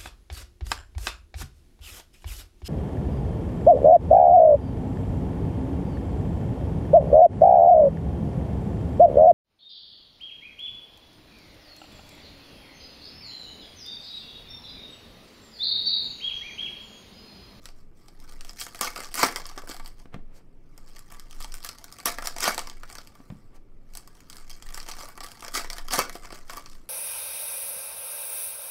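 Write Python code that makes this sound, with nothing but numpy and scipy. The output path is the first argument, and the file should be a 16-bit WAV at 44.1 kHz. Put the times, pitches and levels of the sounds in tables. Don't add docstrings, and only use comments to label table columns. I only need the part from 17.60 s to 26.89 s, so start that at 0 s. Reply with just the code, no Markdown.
import sys
import numpy as np
from scipy import signal
from scipy.fft import rfft, irfft
from scipy.io import wavfile
from scipy.ndimage import uniform_filter1d

SR = 44100
rng = np.random.default_rng(int(sys.argv[2]) if len(sys.argv) > 2 else 0)


def bounce(signal):
    frames = np.transpose(np.atleast_2d(signal))
    limited = np.clip(frames, -1, 1)
    pcm = np.round(limited * 32767).astype(np.int16)
    wavfile.write(sys.argv[1], SR, pcm)


N = 409688
GRAIN = 2048

# start_s, crack_db, pouch_db, bright_db (all levels relative)
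SNAPS = [(.056, -41, -50, -10), (0.0883, -49, -53.5, -14), (0.483, -51.5, -54.5, -10),
         (0.601, -54, -75, -7), (.809, -42, -51, -12), (.848, -45.5, -49.5, -1), (.894, -39, -52, -17),
         (1.013, -32.5, -42, -28), (1.0655, -41, -39.5, -7), (1.147, -43.5, -40.5, -3),
         (1.191, -42.5, -44.5, 1), (1.2109, -23, -26.5, 4), (1.271, -49, -29, -9), (1.361, -36, -35, -19),
         (1.446, -41, -53, -20), (1.542, -29.5, -38, 5), (1.554, -29.5, -37, 8), (1.6306, -21, -14, -7),
         (1.6361, -31, -40, -9), (1.724, -42, -40, -3), (1.76, -28.5, -30, -4), (1.855, -39.5, -43, -30),
         (1.8655, -41, -61, 7), (1.89, -43, -52, -23), (1.9774, -40.5, -36.5, -18), (2.074, -58, -45, -1.5),
         (2.092, -41, -47, -10), (2.112, -40.5, -46, -27), (2.166, -45.5, -51, -2), (2.197, -49, -41, -9),
         (2.26, -42.5, -54.5, -10), (2.277, -47, -56, 6), (2.399, -57, -54.5, -14), (3.178, -49, -54, 4),
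         (3.279, -57.5, -66, -15), (3.365, -48, -50.5, -15), (3.392, -46.5, -59, -3), (3.522, -48, -48, 12),
         (3.597, -44, -53, -3), (3.71, -48, -67, -6.5), (3.804, -43.5, -44.5, 0),
         (3.825, -39.5, -51.5, -3.5), (3.845, -39, -41.5, -9), (3.9212, -43, -63, -12),
         (3.941, -37.5, -44.5, 5), (4.047, -33.5, -40, 8.5), (4.09, -33.5, -41, -9.5),
         (4.1844, -47, -58.5, -4), (4.242, -40, -47.5, 4), (4.325, -41.5, -52.5, -1), (4.386, -45, -45, -2),
         (4.401, -43.5, -46.5, -3), (4.4568, -19.5, -26, 5.5), (4.585, -40, -30, -3.5),
         (4.623, -41, -34.5, -4), (4.658, -35, -42.5, -2), (4.672, -25.5, -35, -1.5),
         (4.7641, -38.5, -36.5, -8.5), (4.784, -35, -39, -3), (4.805, -29, -43, 1), (4.841, -24.5, -27, -3),
         (4.8792, -30, -28, 8), (4.9453, -33, -47, 1.5), (4.979, -29.5, -27.5, -5.5),
         (4.9924, -31.5, -37.5, -6), (5.072, -40, -40.5, -9), (5.0984, -39.5, -48, -13),
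         (5.2332, -48.5, -39.5, -12.5), (5.3, -47, -45, -1.5), (5.326, -45.5, -52, -6),
         (5.353, -41.5, -43, -6), (5.3842, -41, -42, -15), (5.473, -48, -59, -2.5),
         (5.553, -57.5, -53, 3.5), (6.3365, -51, -66.5, 1), (6.352, -40, -50, 2.5),
         (6.372, -36.5, -52.5, 1), (6.475, -49.5, -51, 0), (6.605, -52.5, -66.5, -4.5),
         (6.6994, -42, -52, -4), (6.729, -45, -59, -9.5), (6.768, -44.5, -60, -4), (6.9034, -44, -53, -7.5),
         (7.0241, -44, -53.5, -5.5), (7.1448, -35.5, -46.5, 2), (7.175, -40.5, -38.5, -4.5),
         (7.201, -38.5, -48, -16), (7.287, -38.5, -39, -7), (7.3141, -37, -51, -9),
         (7.229, -45, -53.5, -12), (7.487, -47, -43.5, 10.5), (7.5761, -47, -39.5, 0),
         (7.606, -40, -39, -5), (7.644, -41.5, -41.5, 2), (7.717, -43.5, -62, -2.5),
         (7.807, -44.5, -61, -0.5), (7.8237, -45, -39.5, -9), (7.848, -39, -40, -9),
         (7.881, -37.5, -39.5, -5), (7.951, -30, -32.5, -12), (7.975, -30, -31.5, 1), (8.045, -44, -36, -5),
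         (8.101, -32.5, -39, -7), (8.131, -35.5, -46, -10), (8.183, -37, -38, -9),
         (8.2839, -37.5, -38.5, -4), (8.309, -33.5, -39, -8.5), (8.3358, -25, -26, 1), (8.39, -21, -25, 4),
         (8.4955, -38.5, -37.5, -1), (8.554, -43.5, -38.5, -7), (8.6472, -57, -43, -17),
         (8.656, -45.5, -60, -12.5), (8.705, -50, -43, -17), (8.724, -46, -46, -4),
         (8.8969, -40.5, -37, -14), (8.971, -38.5, -35, 5), (9.06, -43.5, -47, -17)]
# pitch_hz, level_db (relative)
CRACK = [(300, -30), (1500, -13.5), (2500, -8), (3700, -9.5), (4500, -1.5), (5300, -2), (6800, -5.5),
         (8400, -5.5), (10000, -10), (11600, -8), (13000, -12), (15500, -13)]


def amp(db):
    return 10 ** (np.asarray(db) / 20)


def unit(x):
    return x / np.sqrt(np.sum(x ** 2, -1, keepdims=True) + 1e-20)


def read(points, hz):
    f, value = np.transpose(points)
    return np.interp(np.log(hz + 1), np.log(f + 1), value)


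def add(mix, s, sound):
    part = mix[max(round(s * SR), 0):][:len(sound)]
    part += sound[:len(part)]


def noise(colour):
    hz = np.fft.rfftfreq(N, 1 / SR)
    spectrum = rfft(rng.standard_normal(N)) * amp(read(colour, hz))
    return irfft(spectrum, N) / irfft(spectrum * (hz > 60), N).std()


def sway(hz=15.5, width_hz=5, edge_hz=24):
    # start_s, level_db
    sway_points = [(0, -39), (.45, -51), (.82, -32), (1.1, -48.5), (1.35, -41), (2.3, -37), (3.45, -46),
                   (3.8, -33), (4.3, -52), (4.55, -36.5), (5.1, -39.5), (5.6, -49), (6.301, -40),
                   (6.7, -48.5), (7.1, -37.5), (7.8, -49), (8.05, -34), (9.29, -44)]
    f = np.fft.rfftfreq(N, 1 / SR)
    resonance = f / (hz ** 2 - f ** 2 + 1j * f * width_hz)
    rolloff = 1 + (f / edge_hz) ** 3
    rocking = irfft(rfft(rng.standard_normal(N)) * resonance / rolloff, N)
    level_db = np.interp(np.arange(N) / SR, *np.transpose(sway_points))
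    return rocking / rocking.std() * amp(level_db)


def hum(level_db=-59):
    # pitch_hz, level_db (relative)
    hum_colour = [(20, -16.5), (35, -18), (55, -21.5), (85, -19), (140, -21), (220, -24.5), (270, -23.5),
                  (420, -29), (780, -41), (1250, -46.5), (1500, -55), (2400, -50), (5000, -70),
                  (16000, -69)]
    return amp(level_db) * noise(hum_colour)


def slips(count, rise_s, fall_s, after, after_s):
    t = np.arange(GRAIN) / SR
    decay = np.exp(-t / fall_s) + after * np.exp(-t / after_s)
    envelope = (1 - np.exp(-t / rise_s)) ** 2 * decay
    return rng.standard_normal((count, GRAIN)) * envelope


def ring(push, colour_db):
    broad_db = 10 * np.log10(uniform_filter1d(abs(rfft(push)) ** 2, size=31) + 1e-9)
    cepstrum = irfft(np.log(amp(colour_db - .5 * broad_db)))
    cepstrum[:, 1:GRAIN // 2] *= 2
    cepstrum[:, GRAIN // 2 + 1:] = 0
    return unit(irfft(rfft(push) * np.exp(rfft(cepstrum))))


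def humps(resonances, hz):
    return sum(db / (1 + (2 * (hz - f) / width) ** 2) for f, width, db in resonances)


def facets(count, spread_db, order):
    echoes = rng.standard_normal((count, order, 2)) @ [1, 1j]
    ripples = irfft(echoes, GRAIN)[:, :GRAIN // 2 + 1]
    return spread_db * np.tanh(ripples / ripples.std(1, keepdims=True))


def crease(count, low_hz, high_hz, boost_db, octaves):
    hz = np.fft.rfftfreq(GRAIN, 1 / SR)
    ring_hz = low_hz * (high_hz / low_hz) ** rng.random((count, 1))
    return boost_db / (1 + (np.log2((hz + 1) / ring_hz) / octaves) ** 2)


def cracks(bright_db):
    # pitch_hz, width_hz, boost_db
    foil = [(3232, 250, 6), (4550, 37, 3), (5120, 130, 3), (5770, 100, 3), (7750, 96, 4.5),
            (8550, 100, 4.5)]
    count, hz = len(bright_db), np.fft.rfftfreq(GRAIN, 1 / SR)
    top = 1 / (1 + (7800 / (hz + 1)) ** 6)
    treble_db = (bright_db[:, None] + 3.0) * top
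    colour = read(CRACK, hz) + humps(foil, hz) + treble_db + facets(count, spread_db=6, order=30)
    return ring(slips(count, rise_s=.0003, fall_s=.0003, after=.05, after_s=.0038), colour)


def pouches(count):
    # pitch_hz, level_db (relative)
    pouch_colour = [(60, -24.5), (150, -22.5), (260, -7), (400, -7), (600, -9), (1200, -5), (1600, -7.5),
                    (2200, -10), (2800, -15), (6000, -30.5)]
    # pitch_hz, width_hz, boost_db
    hollow = [(490, 100, 3), (708.6, 55, 6), (863, 55, 3), (1156, 78, 5.5), (1261.3, 62, 5), (1905, 51, 3),
              (2057, 55, 7), (2263, 43, 7.5)]
    hz = np.fft.rfftfreq(GRAIN, 1 / SR)
    own_pitch_db = crease(count, low_hz=617, high_hz=2200, boost_db=10.5, octaves=0.15)
    colour = read(pouch_colour, hz) + humps(hollow, hz) + own_pitch_db
    return ring(slips(count, rise_s=0.00037, fall_s=0.00055, after=0.96, after_s=0.0046), colour)


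def snaps(crack_trim_db=2.0, pouch_trim_db=1.5):
    start_s, crack_db, pouch_db, bright_db = np.transpose(SNAPS)
    sounds = amp(crack_db + crack_trim_db)[:, None] * cracks(bright_db)
    sounds += amp(pouch_db + pouch_trim_db)[:, None] * pouches(len(start_s))
    out = np.zeros(N)
    for at, sound in zip(start_s, sounds):
        add(out, at, sound)
    return out * np.sqrt(.004 * SR)


def stroke(t, start, length, crack_db, pouch_db, rise_db_per_s, fall_db_per_s):
    before_db = rise_db_per_s * np.maximum(start - t, 0)
    after_db = fall_db_per_s * np.maximum(t - start - length, 0)
    slack_db = np.minimum(before_db + after_db, 100)
    return np.outer(amp([crack_db, pouch_db]), amp(-slack_db)) ** 2


def handling():
    # picked_up_s, opened_s, eased_s
    packs = [(.55, 1.35, 1.5), (3.2, 4.6, 5.78), (6.4, 7.9, 9.25)]
    # crack_db, pouch_db (relative)
    grips = (-82.5, -75), (-70, -66), (-56, -54)
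    reach_s = 0.206
    # start_s, length_s, crack_db, pouch_db (relative)
    bend_rows = [(.03, .05, -60, -61), (.17, 0.027, -67, -66), (.37, 0.11, -68, -69),
                 (.625, 0.019, -60, -59), (.69, 0.032, -54, -55), (.86, 0.058, -54.5, -64),
                 (1.003, 0.0033, -33, -54), (1.148, 0.0053, -48, -58), (1.37, .04, -42, -38.5),
                 (1.435, 0.019, -46, -51), (1.529, .01, -45.5, -51.5), (1.765, 0.024, -44.5, -41),
                 (1.885, 0.021, -52.5, -48), (1.978, 0.0084, -48.5, -44), (2.085, 0.047, -44.5, -44.5),
                 (2.245, 0.022, -53.5, -53), (2.385, 0.018, -62, -62.5), (3.27, .035, -60, -64),
                 (3.35, 0.031, -57.5, -60), (3.51, 0.025, -53.5, -51.5), (3.6, .01, -74.5, -63),
                 (3.72, 0.016, -53.5, -59.5), (3.812, 0.011, -46, -51.5), (3.945, 0.021, -49, -66),
                 (4.04, 0.022, -42, -47.5), (4.645, 0.03, -41.5, -41), (4.985, 0.011, -44, -40),
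                 (5.09, 0.019, -64, -56), (5.29, .11, -54, -54.5), (6.29, 0.047, -71.5, -72),
                 (6.36, 0.022, -55, -58), (6.55, 0.012, -62, -65), (6.715, 0.082, -55.5, -55.5),
                 (6.9, .012, -47, -58), (7.07, .02, -50, -50), (7.142, 0.05, -47, -49),
                 (7.275, 0.032, -44.5, -44.5), (7.38, 0.058, -45, -43.5), (7.635, 0.02, -44, -44),
                 (7.823, 0.042, -51.5, -47), (8.09, 0.088, -49, -46.5), (8.53, .025, -49, -55),
                 (8.635, 0.018, -53, -46.5), (8.728, 0.029, -49, -48.5), (8.9, 0.073, -46.5, -43.5),
                 (9.09, .05, -56, -61)]
    # start_s, length_s, crack_db, pouch_db (relative), build_up_db_per_s
    tear_rows = [(1.214, 0.044, -32.5, -32.5, 2500), (1.587, 0.061, -28, -28, 480),
                 (1.632, 0.0092, -29, -24, 4001), (4.462, .018, -28.5, -30, 2500.5),
                 (4.826, 0.043, -28.5, -28.5, 560), (4.874, 0.0078, -29, -24, 1499),
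                 (7.944, .032, -30, -30.5, 1100), (8.33, 0.00883, -26.5, -27, 622),
                 (8.355, .02, -33.5, -35.5, 1000), (8.381, 0.011, -29, -23.5, 3000)]
    t = np.arange(0, N, 32) / SR
    bends = sum(stroke(t, *row, rise_db_per_s=600, fall_db_per_s=247) for row in bend_rows)
    tears = sum(stroke(t, *row, fall_db_per_s=320) for row in tear_rows)
    crowds = sum(stroke(t, s, 0, crack_db - 15, pouch_db - 15, rise_db_per_s=2200.5, fall_db_per_s=499.5)
                 for s, crack_db, pouch_db, _ in SNAPS)
    when = np.ravel([(up - reach_s, up, opened, eased, eased + reach_s) for up, opened, eased in packs])
    hold_db = [np.interp(t, when, [rest, light, firm, light, rest] * len(packs))
               for rest, light, firm in zip(*grips)]
    powers = amp(hold_db) ** 2 + bends + tears + crowds
    return [np.interp(np.arange(N) / SR, t, 10 * np.log10(power)) for power in powers]


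def crinkle(crowding=.7, crack_trim_db=-1, pouch_trim_db=-2.5, bright_db=-4, count=200):
    per_s, variety_db = 340, 3.5
    facet_s = .009
    crack_db, pouch_db = handling()
    effort_db = np.maximum(crack_db, pouch_db)
    hard_db = crowding * np.maximum(effort_db + 48, 0)
    light_db = np.clip(-58 - effort_db, 0, 10)
    rate = per_s * amp(hard_db + light_db)
    spread_db = np.interp(effort_db, [-68, -57, -42, -28], [2, 6.5, 6.5, 4])
    at = np.flatnonzero(rng.random(N) < rate / SR)
    chance = np.clip(rng.standard_normal((len(at), 2)), -2, 2)
    balance_db = np.outer([0, variety_db], chance[:, 1])
    size = np.zeros((2, N))
    size[:, at] = amp(spread_db[at] * chance[:, 0] + balance_db)
    size /= np.sqrt(abs(uniform_filter1d(size ** 2, size=1300)) + 1e-5)
    bright = cracks(bright_db + variety_db * rng.standard_normal(count))
    hollow = pouches(count)
    crack_gain = size[0] * amp(crack_db + crack_trim_db)
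    pouch_gain = size[1] * amp(pouch_db + pouch_trim_db)
    facet = ((at / SR / facet_s).astype(int) + rng.integers(0, 2, len(at))) % count
    out = np.zeros(N)
    for i, k in zip(at, facet):
        add(out, i / SR, crack_gain[i] * bright[k] + pouch_gain[i] * hollow[k])
    return out


def knocks(rows, cycles, upper_db):
    t, out = np.arange(GRAIN * 2) / SR, np.zeros(N)
    for s, db, hz in rows:
        turns = np.outer([1, 1.55, 2.4], hz * t)
        modes = np.sin(2 * np.pi * turns) * np.exp(-turns / cycles) * (1 - np.exp(-turns / 0.17))
        knock = modes[0] - amp(upper_db) * modes[1] + amp(2 * upper_db) * modes[2]
        add(out, s, amp(db + 8.5) * knock)
    return out


def pops():
    # start_s, level_db (relative), pitch_hz
    pop_rows = [(1.213, -39.5, 259), (1.388, -38.5, 398), (1.6304, -22, 850), (1.6345, -24, 303),
                (1.975, -38.5, 377.3), (2.036, -43, 466), (2.095, -38, 300), (4.457, -39, 238.2),
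                (4.878, -18, 649), (4.882, -33.5, 228), (7.975, -47, 310.8), (8.383, -30, 250),
                (8.390, -20.5, 500.8), (8.553, -37.5, 341.5), (8.727, -40, 342.7)]
    return knocks(pop_rows, cycles=1.143, upper_db=-2.0)


def cards(slap_trim_db=23):
    # start_s, thud_db (relative), pitch_hz, slap_db (relative)
    thuds = np.array([(2.456, -44.5, 236, -49.5), (2.542, -35, 128, -37), (2.561, -36, 190, -55.5),
                      (2.59, -45.5, 223, -58.5), (5.602, -41, 259.4, -52.5), (5.701, -33, 125.8, -44.5),
                      (5.722, -34, 181, -64), (5.752, -51.5, 218.8, -60.5)])
    # start_s, end_s, swish_db, edge_hiss_db
    slides = [(2.509, 2.548, -52, -74), (2.6, 2.828, -62, -61.5), (5.873, 5.99, -60.5, -62.5)]
    # pitch_hz, level_db (relative)
    card_stock = [(100, 2), (500, 14.5), (1300, 6.5), (2400, 2.5), (5000, -12.5), (15000, -27)]
    out = knocks(thuds[:, :3], cycles=0.68, upper_db=-8)
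    colour = read(card_stock, np.fft.rfftfreq(GRAIN, 1 / SR))[None]
    slaps = ring(slips(len(thuds), rise_s=.0003, fall_s=.0025, after=.14, after_s=.012), colour)
    for (s, _, _, db), slap in zip(thuds, slaps):
        add(out, s, amp(db + slap_trim_db) * slap)
    rub, edge = noise(card_stock), noise(CRACK)
    for start, end, swish_db, edge_db in slides:
        span = np.arange(round(start * SR), round(end * SR))
        speed = abs(np.sin(np.pi * np.linspace(0, 1, len(span)) ** 2.4))
        swish = amp(swish_db) * rub[span] * speed
        hiss = amp(edge_db) * edge[span] * speed ** 6
        add(out, start, swish + hiss)
    return out


def room(x, early_db=-14, tail_db=-12.5, warmth_db=3):
    # pitch_hz, t60_s
    decay = [(200, .4), (1000, 0.22), (5000, 0.27), (15000, 0.13)]
    t = np.arange(SR // 2) / SR
    sparse = rng.standard_normal(len(t)) * (rng.random(len(t)) < .04)
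    early = sparse * (t > .002) * np.exp(-t / .01)
    taps = rng.choice([-1., 1.], len(t)) * (rng.random(len(t)) < .15) * (t > .005)
    hz, when, z = signal.stft(taps, SR, nperseg=256)
    warm_db = warmth_db / (1 + (hz[:, None] / 2000) ** 2)
    fade_db = warm_db - 60 * when / read(decay, hz)[:, None]
    tail = signal.istft(z * amp(fade_db), SR, nperseg=256)[1][:len(t)]
    response = amp(early_db) * unit(early) + amp(tail_db) * unit(tail)
    return x + signal.fftconvolve(x, response)[:N]


def scene():
    hands = snaps() + crinkle() + pops() + cards()
    return (room(hands) + hum() + sway())[None]


def record(dry, edge_hz=15700):
    lowpass = signal.firwin(255, edge_hz, window=("kaiser", 9), fs=SR)
    return signal.oaconvolve(dry, lowpass[None], "same")


dry = scene()
out = record(dry)
bounce(out)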